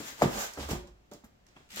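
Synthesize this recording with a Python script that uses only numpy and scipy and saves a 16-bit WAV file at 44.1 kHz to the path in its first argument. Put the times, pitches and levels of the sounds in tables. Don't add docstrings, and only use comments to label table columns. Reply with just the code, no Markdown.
import sys
import numpy as np
from scipy import signal
from scipy.fft import rfft, irfft, next_fast_len
from scipy.io import wavfile
from scipy.ndimage import map_coordinates

SR = 44100
rng = np.random.default_rng(int(sys.argv[2]) if len(sys.argv) > 2 else 0)


def volts_from_db(level):
    exponent = np.asarray(level, float) / 20
    return 10 ** exponent


def waveform_to_disk(signal):
    frames = np.transpose(np.atleast_2d(signal))
    scaled = np.clip(frames, -1, 1) * 32767
    samples = np.round(scaled).astype(np.int16)
    wavfile.write(sys.argv[1], SR, samples)


N = 79380


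def unit(x):
    return x / np.sqrt(np.mean(x ** 2) + 1e-20)


def along(points, hz):
    f, value = np.transpose(points)
    return np.interp(np.log(hz + 1), np.log(f + 1), value)


def filtered(x, response):
    m = next_fast_len(x.shape[-1] + 8192)
    spectrum = rfft(x, m) * response(np.fft.rfftfreq(m, 1 / SR))
    return irfft(spectrum, m)[..., :x.shape[-1]]


# (frequency [Hz], left-right likeness [-1..1])
LIKENESS = [(60, .93), (130, .95), (290, .45), (640, -.1), (1410, -.3), (3100, -.2), (6820, -.03),
            (15000, 0)]


def diffuse(pair):
    def mid_side(hz):
        angle = np.arccos(np.clip(along(LIKENESS, hz), -1, 1)) / 2
        return np.array([np.cos(angle), np.sin(angle)])

    mid, side = filtered(pair, mid_side)
    return np.array([mid + side, mid - side])


def near(x):
    lead_s = 0.00018
    sides = np.array([[1], [-1]])
    return filtered(x, lambda hz: np.exp(1j * np.pi * hz * lead_s * sides))


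def stroke(rows):
    s, level_db, *others = np.transpose(rows)
    t = np.arange(N) / SR
    level = volts_from_db(np.interp(t, s, level_db, left=-120, right=-120))
    return [level] + [volts_from_db(np.interp(t, s, db)) for db in others]


def grains(response):
    grains_per_s, spread_db = 2100, 2.5
    struck = rng.random(N) < grains_per_s / SR
    sizes = struck * volts_from_db(spread_db * np.minimum(rng.exponential(1, N), 3))
    noise = rng.standard_normal((2, N)) * (1.9 + sizes)
    return unit(diffuse(filtered(noise, response)))


# (frequency [Hz], level [dB])
LAMP_HUM = [(240, -84), (360, -80), (480, -80), (600, -80), (720, -80), (840, -86)]
# (frequency [Hz], density [dB per Hz])
AIR_COLOUR = [(25, -5.5), (70, -4), (200, -11), (600, -18.5), (1200, -23.5), (3000, -29.5), (7000, -38),
              (15700, -44.5)]


def hush():
    t = np.arange(N) / SR
    hum = sum(volts_from_db(db) * np.sin(2 * np.pi * hz * t + 6 * rng.random((2, 1))) for hz, db in LAMP_HUM)
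    noise = filtered(rng.standard_normal((2, N)), lambda hz: volts_from_db(along(AIR_COLOUR, hz)))
    return hum + volts_from_db(-62.5) * unit(diffuse(noise))


# (time [s], grit level [dB], panel share [dB])
DRAG_STROKES = [
    [(0, -43.5, -20.5), (.022, -47, -30.5), (.084, -43, 0), (.166, -56, 2), (.2, -47, 8)],
    [(.235, -43, 10), (.29, -48, 8), (.33, -42.5, 8), (.376, -40, 12), (.416, -36, 6), (.455, -41.5, 10),
     (.506, -53, -3.5), (.56, -54.5, 10)],
    [(.62, -44, 2.5), (.68, -52.5, 12.5), (.712, -36.5, -2.5), (.842, -72.5, 12.5), (.9, -73, -4)],
]
# (frequency [Hz], density [dB per Hz])
GRIT_COLOUR = [(180, -47.5), (320, -4.5), (700, 0.5), (1600, 3), (3500, -0.5), (6800, -3.5), (10000, -3.5),
               (15700, -11)]
# (frequency [Hz], width [Hz], level [dB])
SUNG_PANELS = [(517.4, 210, -3), (867, 150, -2.5), (1212, 88, -4), (1573.6, 46, -4)]
# (time [s], level [dB])
DUST_LEVEL = [(.03, -71), (.085, -48.5), (.14, -69), (.30, -60), (.36, -48.5), (.42, -40), (.47, -50),
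              (.5, -70.5)]
# (frequency [Hz], density [dB per Hz])
DUST_COLOUR = [(3500, -30), (5200, -5), (6800, 4.5), (8500, -9.5), (11000, -9), (13500, -1.5),
               (15700, -9.5)]


def drag():
    def panels(f):
        total = 0
        for k, (centre, width, db) in enumerate(SUNG_PANELS):
            damping = 1j * f * width
            total = total + (-1) ** k * volts_from_db(db) * damping / (centre * centre - f * f + damping)
        return total

    hiss = stroke(DUST_LEVEL)[0] * grains(lambda hz: volts_from_db(along(DUST_COLOUR, hz)))
    level, share = stroke(sum(DRAG_STROKES, []))
    grit = grains(lambda hz: volts_from_db(along(GRIT_COLOUR, hz)))
    return hiss + level * (grit + volts_from_db(-10.5) * share * grains(panels))


# (time [s], slap level [dB], contact pitch [Hz], body level [dB], boom level [dB])
BOX_BLOWS = [(.001, -34.5, 274, -38.5, -60), (0.042, -45, 280, -49, -72.5), (.122, -48.5, 278, -52.5, -60),
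             (0.192, -58, 379, -48, -70), (.212, -63, 605, -30.5, -62.5), (.228, -20.5, 532, -24, -41.5),
             (0.2347, -19, 272.4, -27.5, -44.5), (0.2438, -21.5, 349.4, -29.5, -37.5),
             (0.2533, -20.5, 207.1, -25.5, -42.5), (0.347, -59, 211, -38.5, -68),
             (.572, -49.5, 472, -36, -51), (0.583, -41.5, 354, -36, -47), (.597, -62, 300, -36, -46.5),
             (.625, -58.5, 460, -38.5, -55.5), (0.687, -39.5, 395, -35.5, -54.5),
             (0.6936, -33, 337, -46.5, -53.5), (0.709, -52, 334.6, -32, -35.5),
             (0.7126, -28, 350, -37.5, -39.5), (.728, -24.5, 188.6, -33, -60),
             (0.749, -45.5, 296, -35.5, -56), (0.874, -58, 472, -54, -64)]
FACE_SLAM = [
    (.2199, -7, 670, -26, -40),
    (.2225, -24, 330, -25, -40),
]
HAND_TAPS = [
    (1.114, -46.5, 444.4, -44, -59),
    (1.143, -43.5, 227.4, -46.5, -80.5),
    (1.2377, -52.5, 796, -53, -75.5),
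    (1.563, -71, 593, -50, -87.5),
    (1.603, -60, 330, -57, -76.5),
    (1.734, -56.5, 198, -60, -79),
    (1.769, -46, 310, -43.5, -78),
]
# (frequency [Hz], level [dB], time to 60 dB down [s])
PANEL_MODES = [(165, -6, 0.07), (201.2, -2, 0.08), (239, 6, 0.035), (290, 0, .06), (352.3, -1, 0.09),
               (460, -0.5, 0.04), (550, -1, 0.07), (724, -10, 0.07), (777, 0, 0.045), (929, -10, .05),
               (1180, -14, 0.05), (1377, -12, 0.04)]
# (frequency [Hz], level [dB], time to 60 dB down [s])
SLAB_BOOMS = [(50.3, -6, 0.12), (72.1, 6, 0.06), (120, 0, .05)]


def blows():
    settle, sag, peak_cycles = .7, 1.0, .7
    ring_db, spread_oct, scatter_db = -10, 1.0, 2.5
    rattle_db, rattle_t60, rattle_top = 1, 0.1083, 1.575
    t = np.arange(SR // 2) / SR
    out = np.zeros(N + SR)
    boom_rise = 1 - np.exp(-t / 0.0041)
    body_rise = 1 - np.exp(-t / 0.0023)
    for s, slap_db, hz, body_db, boom_db in BOX_BLOWS + FACE_SLAM + HAND_TAPS:
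        turns = t * hz * settle
        early = turns / peak_cycles
        swing = -np.sin(2 * np.pi * (turns + sag * (1 - np.exp(-turns))))
        slap = swing * early * np.exp(.5 - early ** 2 / 2)

        ring = 0
        sizes, phases = rng.standard_normal((2, len(PANEL_MODES)))
        for (f, db, t60), size, phase in zip(PANEL_MODES, sizes, phases):
            detuned_db = 4.1 * (np.log2(f / hz) / spread_oct) ** 2
            level = volts_from_db(db + scatter_db * size - detuned_db - 60 * t / t60)
            ring = ring + level * np.sin(2 * np.pi * f * t + phase)

        noise = filtered(rng.standard_normal(len(t)),
                         lambda f: f / (f + 110) / (1 + (f / hz / rattle_top) ** 2))
        rattle = unit(noise) * volts_from_db(rattle_db - 60 * t / rattle_t60)
        body = (volts_from_db(ring_db) * ring + rattle) * body_rise

        boom = sum(volts_from_db(db - 60 * t / t60) * np.sin(2 * np.pi * f * t) for f, db, t60 in SLAB_BOOMS)
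        contact = volts_from_db(slap_db) * slap + volts_from_db(body_db) * body + volts_from_db(boom_db) * boom * boom_rise
        out[round(s * SR):][:len(t)] += contact
    return near(out[:N])


# (time
# [s], frequency [Hz], level [dB], rise [s], time to 60 dB down [s], its sign is idle)
RINGING_TONES = [(.001, 272.1, -47, 0.0051, 0.247), (0.224, 140.5, -31, 0.0073, 0.1077),
                 (0.228, 76.2, -30.5, .008, 0.0025), (.27, 49.72, -44, .02, 0.4339),
                 (0.245, 193.7, -25, 0.0099, 0.0968), (.262, 362.4, -33, 0.0058, -0.1029),
                 (.345, 209.1, -38, 0.003, 0.15), (.575, 70.8, -37.5, 0.0092, 0.3273),
                 (.578, 442.3, -44.5, 0.0052, -0.029), (.702, 349.7, -29.5, 0.004, 0.0193),
                 (.706, 121.8, -31, 0.0052, 0.1248), (0.71, 62.8, -29.5, 0.0038, 0.0439),
                 (.735, 180.7, -43.5, 0.0048, 0.0756), (.738, 358.7, -41, 0.0048, 0.2226),
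                 (.752, 53.53, -39.5, 0.0087, 0.1857), (.82, 52, -51.5, 0.016, 0.43),
                 (.71, 799, -41.5, 0.0026, 0.132), (.77, 568.6, -54, 0.0085, 0.197),
                 (.79, 180, -52.5, 0.0064, 0.2152), (1.115, 584.4, -49, .002, 0.085),
                 (1.116, 213.6, -47, 0.0029, -0.033), (1.2414, 235, -43, 0.0012, 0.0214),
                 (1.736, 198.6, -53.5, .006, -0.76), (1.77, 219.3, -42.5, 0.005, -0.5)]


def hums():
    shake_db, shakes_per_s = 3.5, 70
    t = np.arange(SR // 2) / SR
    out = np.zeros(N + SR)
    for s, hz, db, rise, t60 in RINGING_TONES:
        shake = map_coordinates(rng.standard_normal(shakes_per_s), [t * shakes_per_s])
        level = volts_from_db(db + shake_db * shake - 60 * (t / t60) ** 2)
        swell = 1 - np.exp(-(t / rise) ** 2)
        out[round(s * SR):][:len(t)] += level * swell * np.sin(2 * np.pi * hz * t)
    return near(out[:N])


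# (frequency [Hz], time to 60 dB down [s])
GARAGE_DECAY = [(80, 0.24), (200, 0.4), (500, 0.33), (3000, 0.396), (12000, 0.19)]


def garage(x):
    gap_s, dull_hz = 0.0067, 90
    hz, t, z = signal.stft(rng.standard_normal((2, SR * 3 // 4)), SR, nperseg=256)
    fade = volts_from_db(-60 * t / along(GARAGE_DECAY, hz)[:, None])
    tail = diffuse(signal.istft(z * fade, SR, nperseg=256)[1])
    tail = filtered(tail, lambda f: 1 / (1 + (dull_hz / (f + 1)) ** 2))
    tail = np.pad(tail / np.linalg.norm(tail[0]), ((0, 0), (round(gap_s * SR), 0)))
    return signal.fftconvolve(x[None], tail, axes=1)[:, :N]


# (time [s], level [dB], centre [Hz], width [octaves], time to 60 dB down [s])
SCUFF_BURSTS = [(.220, -33, 4560, 1.4, 0.089), (0.228, -37, 5000, 2.6, 0.063),
                (0.535, -44.5, 6670, 0.79, 0.069), (0.599, -45.5, 3430, 0.69, 0.357),
                (0.688, -44.5, 6000, 2.6, 0.112), (0.71, -40, 5000, 1.28, 0.09),
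                (.872, -58, 5010, 0.91, 0.0765), (1.114, -57, 3989, 1.33, 0.3),
                (1.135, -54, 4990, 1.24, 0.094), (1.238, -62.5, 1470, 0.51, 0.03),
                (1.243, -56, 10020, 1.25, 0.077), (1.467, -52, 5948, 0.8, 0.0097),
                (1.486, -61, 5600, 0.348, 0.027), (1.563, -59, 2544, 0.13, 0.1),
                (1.565, -61.5, 3334, 0.0787, 0.084), (1.603, -78.5, 12900, 0.29, 0.042),
                (1.689, -67, 9500, 0.32, .015), (1.760, -33, 11400, 1.6, 0.0163),
                (1.771, -40.5, 1976, 1.12, 0.158), (1.7968, -22.5, 7010, 2.45, 0.0085),
                (1.1135, -51, 8952, 1.55, 0.0091), (1.135, -46, 8000, 1.35, .012),
                (.2200, -25.5, 1499, 0.54, 0.04), (.235, -40.5, 3001, 0.4, 0.119),
                (.308, -47, 11890, 1.2, 0.023)]


def scuffs():
    t = np.arange(SR // 4) / SR
    out = np.zeros((2, N + SR))
    rise = 1 - np.exp(-t / 0.00031)
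    for s, db, hz, width, t60 in SCUFF_BURSTS:
        noise = filtered(rng.standard_normal((2, len(t))),
                         lambda f: volts_from_db(-6 * (np.log2((f + 1) / hz) / width) ** 2))
        out[:, round(s * SR):][:, :len(t)] += unit(diffuse(noise)) * volts_from_db(db - 60 * t / t60) * rise
    return out[:, :N]


# (time [s], level [dB])
GLOVE_RUB = [(1.44, -102.5), (1.468, -68), (1.55, -72), (1.57, -64), (1.69, -73)]
# (time [s], level [dB])
BLADE_CUT = [(1.69, -64), (1.700, -62.5), (1.704, -53), (1.745, -47.5), (1.760, -45.5), (1.785, -38),
             (1.81, -45.5)]
# (frequency [Hz], density [dB per Hz])
SLIT_COLOUR = [(180, -45.5), (400, -1), (1200, 3), (2500, 8.5), (6000, 2), (10000, 1.5), (15700, -9)]


def cut():
    catch_db, catches_per_s, glove_top_hz = 2.2, 400, 8780
    knots = rng.standard_normal(int(N * catches_per_s / SR) + 4)
    jerks = map_coordinates(knots, [np.arange(N) * catches_per_s / SR])
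    slit = grains(lambda hz: volts_from_db(along(SLIT_COLOUR, hz)))
    blade = stroke(BLADE_CUT)[0] * volts_from_db(catch_db * jerks) * slit
    rub = grains(lambda hz: volts_from_db(along(GRIT_COLOUR, hz)) / (1 + (hz / glove_top_hz) ** 2))
    return blade + stroke(GLOVE_RUB)[0] * rub


# (time [s], left over centre [dB])
BOX_PAN = [(0, 1.7), (.224, 1.6), (.232, -.3), (1.5, -.3), (1.75, 1.1)]


def scene():
    box = blows() + hums() + scuffs() + drag() + cut()
    pan_db = -0.45 + np.interp(np.arange(N) / SR, *np.transpose(BOX_PAN))
    wet = volts_from_db(-7) * garage(box[0])
    return (box + wet) * volts_from_db([pan_db, -pan_db]) + hush()


def top_cut(x):
    return signal.sosfilt(signal.butter(12, 15830, fs=SR, output="sos"), x)


# (frequency [Hz], gain [dB])
MIC_COLOUR = [(20, -7.5), (45, -2.5), (4500, 0.5), (7600, 3.5), (8400, -4), (11500, -5.5), (12000, -0.5),
              (15700, 1.5)]


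def record(dry):
    top_hz = 15830
    mix = filtered(dry, lambda hz: volts_from_db(along(MIC_COLOUR, hz)) * (hz < top_hz))
    return top_cut(mix)


dry = scene()
out = record(dry)
waveform_to_disk(out)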